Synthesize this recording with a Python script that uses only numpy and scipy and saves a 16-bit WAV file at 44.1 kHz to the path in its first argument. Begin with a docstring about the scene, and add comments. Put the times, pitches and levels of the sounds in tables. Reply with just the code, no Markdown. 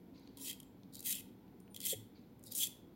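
"""At a desk in a quiet room: a wooden pencil is twisted four times in a small plastic hand sharpener.
Each twist starts with a few catches of the blade, then fibres tear in a dense rasp that rings the
hollow sharpener, the pencil and the blade. Fingers regrip the pencil; something bumps the desk once.
Low room rumble, wavering hums and faint hiss lie beneath."""
import sys
import numpy as np
from scipy import signal
from scipy.fft import rfft, irfft, next_fast_len
from scipy.io import wavfile
from scipy.ndimage import uniform_filter1d

SR = 44100
rng = np.random.default_rng(int(sys.argv[2]) if len(sys.argv) > 2 else 0)


def to_wav(sig):
    """Store sig (one row per channel, or 1-D mono) as 16-bit WAV at the path in sys.argv[1].

    Samples outside -1..1 are clipped; the rate is SR.
    """
    pcm = np.clip(np.atleast_2d(sig), -1, 1) * 32767
    pcm = np.round(pcm).astype(np.int16)
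    wavfile.write(sys.argv[1], SR, pcm.T)  # frames by channels


N = 130095

# deep cut, one list per twist: time_s, rasp_db, ring_rel_db, wood_rel_db, steel_rel_db
DEEP_CUTS = [
    [(0.398, -58.5, -10, -16, -6), (0.418, -48.5, -21.5, -20.5, -15), (0.502, -44.5, -3, -14, -8.5),
     (0.534, -65, 0, -3, 2), (0.54, -67, -3, -2, -7)],
    [(1.035, -58.5, -16, -17, -13), (1.061, -40, -11, -18, -16.5), (1.129, -37.5, -13, -19, -13.5),
     (1.135, -49.5, 1, -7, -9), (1.157, -47.5, -5, -7.5, -13.5), (1.209, -55, -2, -12, -12.5),
     (1.215, -81, -19, -12, -6)],
    [(1.822, -55.5, -1.5, -12, -4), (1.856, -42.5, 0.5, -16, -16), (1.889, -41, -3, -25, -22),
     (1.9, -37, -2, -24, -13), (1.926, -40, -5.5, -19, -17), (1.946, -56.5, -4, -8, -15)],
    [(2.505, -64.5, -15, -35, 2), (2.521, -49, -17, -26, -9), (2.545, -55.5, -9, -31, -3.5),
     (2.551, -40, -23.5, -50, -18), (2.634, -35, -4, -29, -13.5), (2.675, -50, -7, -8.5, -10.5),
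     (2.68, -68, 2, -20, -14)],
]
# light grazing before each cut: time_s, rasp_db, ring_rel_db, wood_rel_db, steel_rel_db
GRAZES = [
    [(.373, -61.5, -8, -11, -12), (.398, -62.5, -6, -9, -12)],
    [(.925, -71, -21, -22, 3), (.96, -62, -14, -20, -3), (1.035, -68, -12, -7, -2)],
    [(1.746, -60.5, -3.5, -16, -10), (1.8, -70, -2, -12, -11), (1.822, -53.5, -1, -12.5, -6)],
    [(2.43, -78, -20.5, -26, -17), (2.47, -54, -36.5, -35, -6.5), (2.505, -72, -14, -21, -3.5)],
]
# blade catches and snaps: start_s, peak_db, ring_rel_db, steel_rel_db
SNAPS = [(0.1954, -54, -25, -15), (0.3708, -37, -9.5, -6), (0.384, -42, -22, -20), (0.4793, -41, -2, -26.5),
         (0.5111, -27.5, -10.5, -20), (0.5289, -34, -9, -12), (0.6004, -34, -4.5, -31),
         (0.629, -45, -1, -25), (0.9358, -40, -33, -9), (0.945, -35.5, -30, -9), (0.9527, -30.5, -33, -6.5),
         (0.9668, -37, -27.5, -21), (0.9923, -32, -35, -9.5), (1.0038, -31, -31, -23),
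         (1.0264, -33, -14, -15), (1.0945, -22, -34, -42), (1.1258, -20, -35, -32),
         (1.152, -24.5, -33, -31), (1.181, -38, -13, -30), (1.601, -48.5, -36, -33),
         (1.7438, -34.5, -3, -18), (1.762, -29, -4, -7.5), (1.7728, -40, -4, -10),
         (1.8026, -29.5, -5.5, -7.5), (1.8135, -30, -16, -11), (1.831, -31, -19, -21),
         (1.8524, -20, -28, -24), (1.861, -17.5, -32, -27), (1.8673, -18.5, -5, -29),
         (2.393, -51.5, -32, -36), (2.427, -48, -37, -25), (2.4373, -39.5, -38, -26),
         (2.463, -40.5, -44, -19), (2.5215, -25.5, -25, -23.5), (2.551, -29, -24, -19),
         (2.5861, -21.5, -15, -28), (2.6325, -16.5, -3, -33), (2.67, -25.5, -23, -29)]
# rasp spectrum, lower and main range: freq_hz, density_db
RASP_LOW = [(500, -42.5), (1300, -25.5), (3500, -14.5)]
RASP_HIGH = [(5300, -6), (6300, -4), (8300, -2.5), (10500, -1.5), (13600, -2.5), (15100, -1.5),
             (15700, -0.5)]
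# shaving, pencil and blade resonances: freq_hz, width_hz, gain_db
SHAVING_MODES = [(7400, 400, 1), (9350, 500, 0), (11800, 700, 0)]
WOOD_MODES = [(2034, 373, 1), (2615, 320, 5.5)]
STEEL_MODES = [(3813, 400, -2.5), (4660, 1300, -5.5)]
# hollow ring, set by the grip in each twist: pitch_hz
RING_HZ = [3206, 3220, 3284, 3333]
# finger slides: start_s, fall_20db_s, level_db
RUBS = [(0.135, 0.4, -68.5), (0.826, .05, -71), (2.145, .12, -68)]
# spectrum of skin on the pencil: freq_hz, density_db
SKIN_SPECTRUM = [(1500, -22), (2200, -4), (3000, -12), (3900, -2), (4600, 0), (5300, -13), (6400, -15),
                 (10000, -40)]
# faint squeaks: start_s, fall_20db_s, pitch_hz, level_db
SQUEAKS = [(.13, .25, 950, -76), (.37, .3, 960, -72), (.64, .12, 7500, -79), (1.603, .12, 9200, -79),
           (1.702, .15, 9300, -72)]
# regrip ticks: start_s, level_db, pitch_hz
TICKS = [(0.2741, -52.5, 3600), (0.8331, -58, 3760), (1.479, -64.5, 2600), (1.678, -62.5, 2800)]
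# desk modes: freq_hz, gain_db, t60_s, delay_s
DESK_MODES = [(424, 0, 0.048, 0.0026), (526, 3.5, 0.039, 0), (108, -20.5, 0.54, 0.026),
              (729, -20, 0.07, 0.0035)]
# room decay: freq_hz, t60_s
ROOM_DECAY = [(1500, 0.58), (3000, 0.39), (4000, 0.43), (8000, 0.29), (15000, 0.33)]
# background spectra: freq_hz, density_db
RUMBLE_SPECTRUM = [(26, -42), (45, -11.5), (129, -8.5), (254, -2), (321, -6.5), (437, -12.5), (492, -10.5),
                   (537, -18), (669, -20.5), (924, -21.5), (1200, -32.5), (1500, -31.5), (1950, -62),
                   (3300, -120)]
HISS_SPECTRUM = [(710, -35), (1200, -10), (2250, -7.5), (2730, -12.5), (3430, -10.5), (7490, -22),
                 (8530, -25.5), (12600, -14), (16000, -13.5)]
# hum levels: time_s, low_db, middle_db, high_db
HUM_LEVELS = [(0.0, -87, -64, -74), (0.17, -77.5, -66.5, -60.5), (1.51, -68.5, -64.5, -69.5),
              (1.94, -69.5, -65.5, -67), (2.95, -74.5, -68.5, -85.5)]
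# background stereo width: freq_hz, side_over_mid_db
AIR_WIDTH = [(40, -9), (150, -60), (350, -34), (700, -17.5), (1300, -18), (2500, -45), (6000, -11.5),
             (8500, -4.5), (15000, -13.5)]
# treble balance: freq_hz, left_over_right_db
STEREO_BALANCE = [(8000, -1), (8700, 11), (9600, 2), (11000, 2.5), (15000, 1.2)]
# treble phase: freq_hz, left_lead_rad
STEREO_PHASE = [(7500, 0.01), (8440, 0.82), (8870, 0.3), (9470, -.3), (11000, 0.01)]

TEARS_PER_S, TEAR_MEAN_DB, TEAR_T60_S = 800, 3.3, .005
SNAP_RISE_S, SNAP_T60_S = .0006, .011  # within a deep cut
CATCH_RISE_S, CATCH_T60_S = .0011, .015  # outside it
SNAP_CREST_DB, SNAP_WOOD_OVER_RING_DB = 6.5, -17.5
RING_WIDTH_HZ, FLICKER_DB = 390, 3.5
RUB_RISE_S, SQUEAK_RISE_S, SQUEAK_WIDTH_RATIO, TICK_WIDTH_HZ = .022, .003, .08, 2900
BUMP_S, BUMP_RISE_S, BUMP_DB = 1.9243, .008, -27.5
ROOM_DB, ROOM_DELAY_S = -13, .0054
RUMBLE_DB, RUMBLE_FLICKER_DB, HISS_DB = -60, 2, -76
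HUM_HZ, HUM_WIDTH_HZ = [109.5, 187.5, 266], 28.2
BAND_LIMIT_HZ = 15850
TIME_S = np.arange(N) / SR


def sharpener():
    """Tears and snaps excite the shaving, the hollow shell, the pencil and the blade."""
    tears = tearing() * [flicker_noise(FLICKER_DB, bins=3, frames=18) for _ in range(4)]
    rasp, ring, wood, steel = tears + snapping() * rng.standard_normal((4, N))
    shaving = filtered(rasp, lambda hz: min_phase(RASP_LOW + RASP_HIGH)(hz) * shaving_response(hz))
    grip = np.arange(N) * len(RING_HZ) // N
    hollow = sum(filtered(ring * (grip == k), resonant([(hz, RING_WIDTH_HZ, 0)]))
                 for k, hz in enumerate(RING_HZ))
    pencil = filtered(wood, resonant(WOOD_MODES))
    blade = filtered(steel, resonant(STEEL_MODES))
    return shaving + hollow + pencil + blade


def tearing():
    """Fibres tear at random under the blade. Envelopes: rasp, ring, wood, steel."""
    onsets = rng.random(N) < TEARS_PER_S / SR
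    sizes = onsets * amp(-TEAR_MEAN_DB * np.log(rng.random(N) + 3e-3))
    tears = unit_rms(signal.fftconvolve(sizes, burst(SNAP_RISE_S, TEAR_T60_S))[:N])
    grain = 2.5 + tears  # steady share plus tears
    envelopes = np.zeros((4, N))
    for rows in list(DEEP_CUTS) + GRAZES:
        times_s, rasp_db, *rel_db = np.transpose(rows)
        inside = (TIME_S >= times_s[0]) & (TIME_S < times_s[-1])
        grain_rms = np.sqrt(np.mean(grain[inside] ** 2))
        level = amp(np.interp(TIME_S, times_s, rasp_db)) * inside * grain / grain_rms
        envelopes += level * amp([np.zeros(N)] + [np.interp(TIME_S, times_s, db) for db in rel_db])
    return envelopes


def snapping():
    """Sharp snaps in a deep cut, softer catches outside it. Envelopes: rasp, ring, wood, steel."""
    snap, catch = burst(SNAP_RISE_S, SNAP_T60_S), burst(CATCH_RISE_S, CATCH_T60_S)
    envelopes = np.zeros((4, N))
    for start_s, peak_db, ring_db, steel_db in SNAPS:
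        in_cut = any(rows[0][0] < start_s < rows[-1][0] for rows in DEEP_CUTS)
        shape = snap if in_cut else catch
        gains = amp([[0], [ring_db], [ring_db + SNAP_WOOD_OVER_RING_DB], [steel_db]])
        start = round(start_s * SR)
        envelopes[:, start:start + len(shape)] += amp(peak_db - SNAP_CREST_DB) * gains * shape
    return envelopes


def shaving_response(hz):
    """The shaving itself adds treble peaks to the rasp."""
    return 1 + sum(amp(db) * 1j * resonance(hz, mode_hz, width_hz)
                   for mode_hz, width_hz, db in SHAVING_MODES)


def fingers():
    """Skin slides on the painted pencil, with thin squeaks and dull ticks."""
    skin = filtered(flicker_noise(FLICKER_DB, bins=4, frames=4), min_phase(SKIN_SPECTRUM))
    out = sum(swell(*rub, RUB_RISE_S) for rub in RUBS) * skin
    for start_s, fall_s, hz, db in SQUEAKS:
        out += swell(start_s, fall_s, db, SQUEAK_RISE_S) * narrow_noise(hz, SQUEAK_WIDTH_RATIO * hz)
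    for start_s, db, hz in TICKS:
        tick = swell(start_s, SNAP_T60_S / 3, db, SNAP_RISE_S) * rng.standard_normal(N)
        out += filtered(tick, resonant([(hz, TICK_WIDTH_HZ, 0)]))
    return out


def desk_bump():
    """A soft knock rings the desk; the lowest mode comes up last."""
    out = np.zeros(N)
    for hz, db, t60_s, delay_s in DESK_MODES:
        age_s = np.maximum(TIME_S - BUMP_S - delay_s, 0)
        rise = 1 - np.exp(-(age_s / BUMP_RISE_S) ** 2)
        out += amp(BUMP_DB + db - 60 * age_s / t60_s) * rise * np.sin(2 * np.pi * hz * age_s)
    return out


def room_reverb(x, parts=4):
    """Short noise tail, new for each part of the duration; decay time varies with frequency."""
    out = np.zeros(N)
    for k in range(parts):
        hz, age_s, spectra = signal.stft(rng.standard_normal(SR // 2), SR, nperseg=256)
        decay = amp(-60 * age_s / log_interp(ROOM_DECAY, hz)[:, None])
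        tail = signal.istft(spectra * decay, SR, nperseg=256)[1]
        part = x * (np.arange(N) * parts // N == k)
        delayed = np.pad(part, (round(ROOM_DELAY_S * SR), 0))
        out += signal.fftconvolve(delayed, tail / np.linalg.norm(tail))[:N]
    return out


def rumble_and_hiss():
    """One channel of fluttering room rumble and steady hiss."""
    flutter = flicker_noise(RUMBLE_FLICKER_DB, bins=2, frames=8, size=2048)
    rumble = filtered(flutter, min_phase(RUMBLE_SPECTRUM))
    hiss = filtered(rng.standard_normal(N), min_phase(HISS_SPECTRUM))
    return amp(RUMBLE_DB) * rumble + amp(HISS_DB) * hiss


def background():
    """Rumble and hiss, nearly alike on both sides, with centred wavering hums."""
    mid = rumble_and_hiss()
    side = filtered(rumble_and_hiss(), lambda hz: amp(log_interp(AIR_WIDTH, hz)))
    times_s, *levels_db = np.transpose(HUM_LEVELS)
    hums = sum(amp(np.interp(TIME_S, times_s, db)) * narrow_noise(hz, HUM_WIDTH_HZ)
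               for hz, db in zip(HUM_HZ, levels_db))
    return mid + hums + np.array([side, -side])


def amp(db):
    """dB to gain."""
    return 10 ** (np.asarray(db) / 20)


def unit_rms(x):
    """Scale a signal or complex response to rms 1."""
    return x / np.sqrt(np.mean(np.abs(x) ** 2) + 1e-20)


def log_interp(points, hz):
    """Interpolate (freq_hz, value) points on a log axis."""
    points_hz, values = np.transpose(sorted(map(tuple, points)))
    return np.interp(np.log(hz + 1), np.log(points_hz + 1), values)


def filtered(x, response):
    """Apply a complex frequency response."""
    size = next_fast_len(N + SR // 2)
    return irfft(rfft(x, size) * response(np.fft.rfftfreq(size, 1 / SR)), size)[..., :N]


def min_phase(spectrum):
    """Unit-power minimum-phase response through (freq_hz, density_db) points."""
    def response(hz):
        cepstrum = irfft(np.log(np.maximum(amp(log_interp(spectrum, hz)), 1e-5)))
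        half = len(cepstrum) // 2
        cepstrum[1:half] *= 2
        cepstrum[half + 1:] = 0
        return unit_rms(np.exp(rfft(cepstrum)))
    return response


def resonance(hz, mode_hz, width_hz):
    """Second-order response of one mode."""
    return hz * width_hz / (mode_hz ** 2 - hz ** 2 + 1j * hz * width_hz)


def resonant(modes):
    """Unit-power response of steep-sided modes with alternating signs."""
    return lambda hz: unit_rms(sum((-1) ** k * amp(db) * resonance(hz, mode_hz, width_hz) ** 2
                                   for k, (mode_hz, width_hz, db) in enumerate(modes)))


def narrow_noise(hz, width_hz):
    """Noise through one resonance."""
    return filtered(rng.standard_normal(N), resonant([(hz, width_hz, 0)]))


def flicker_noise(depth_db, bins, frames, size=256):
    """White noise, rms 1, with patches of random gain in time and frequency."""
    spectra = signal.stft(rng.standard_normal(N + size), nperseg=size)[2]
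    patches = uniform_filter1d(rng.standard_normal(spectra.shape), bins, 0)
    patches = unit_rms(uniform_filter1d(patches, frames, 1))
    return unit_rms(signal.istft(spectra * amp(depth_db * patches), nperseg=size)[1][:N])


def burst(rise_s, t60_s):
    """Tear envelope: quick rise, exponential fall."""
    age_s = TIME_S[:SR // 10]
    return (1 - np.exp(-(age_s / rise_s) ** 2)) * amp(-60 * age_s / t60_s)


def swell(start_s, fall_20db_s, db, rise_s):
    """Touch envelope: linear rise, exponential fall."""
    age_s = TIME_S - start_s
    return amp(db) * np.clip(age_s / rise_s, 0, 1) * amp(-20 * np.abs(age_s) / fall_20db_s)


def scene():
    """Sharpener and fingers with their reverb, plus desk bump and background."""
    near = sharpener() + fingers()
    return near + amp(ROOM_DB) * room_reverb(near) + desk_bump() + background()


def record(dry):
    """Two band-limited microphone ports; level and phase differ only above 6 kHz."""
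    def ports(hz):
        split = np.array([[.5], [-.5]])
        balance_db = log_interp([(6000, 0)] + STEREO_BALANCE, hz)
        lead_rad = log_interp([(6000, 0)] + STEREO_PHASE, hz)
        return amp(split * balance_db) * np.exp(1j * split * lead_rad) * (hz < BAND_LIMIT_HZ)
    return filtered(dry, ports)


dry = scene()
out = record(dry)
to_wav(out)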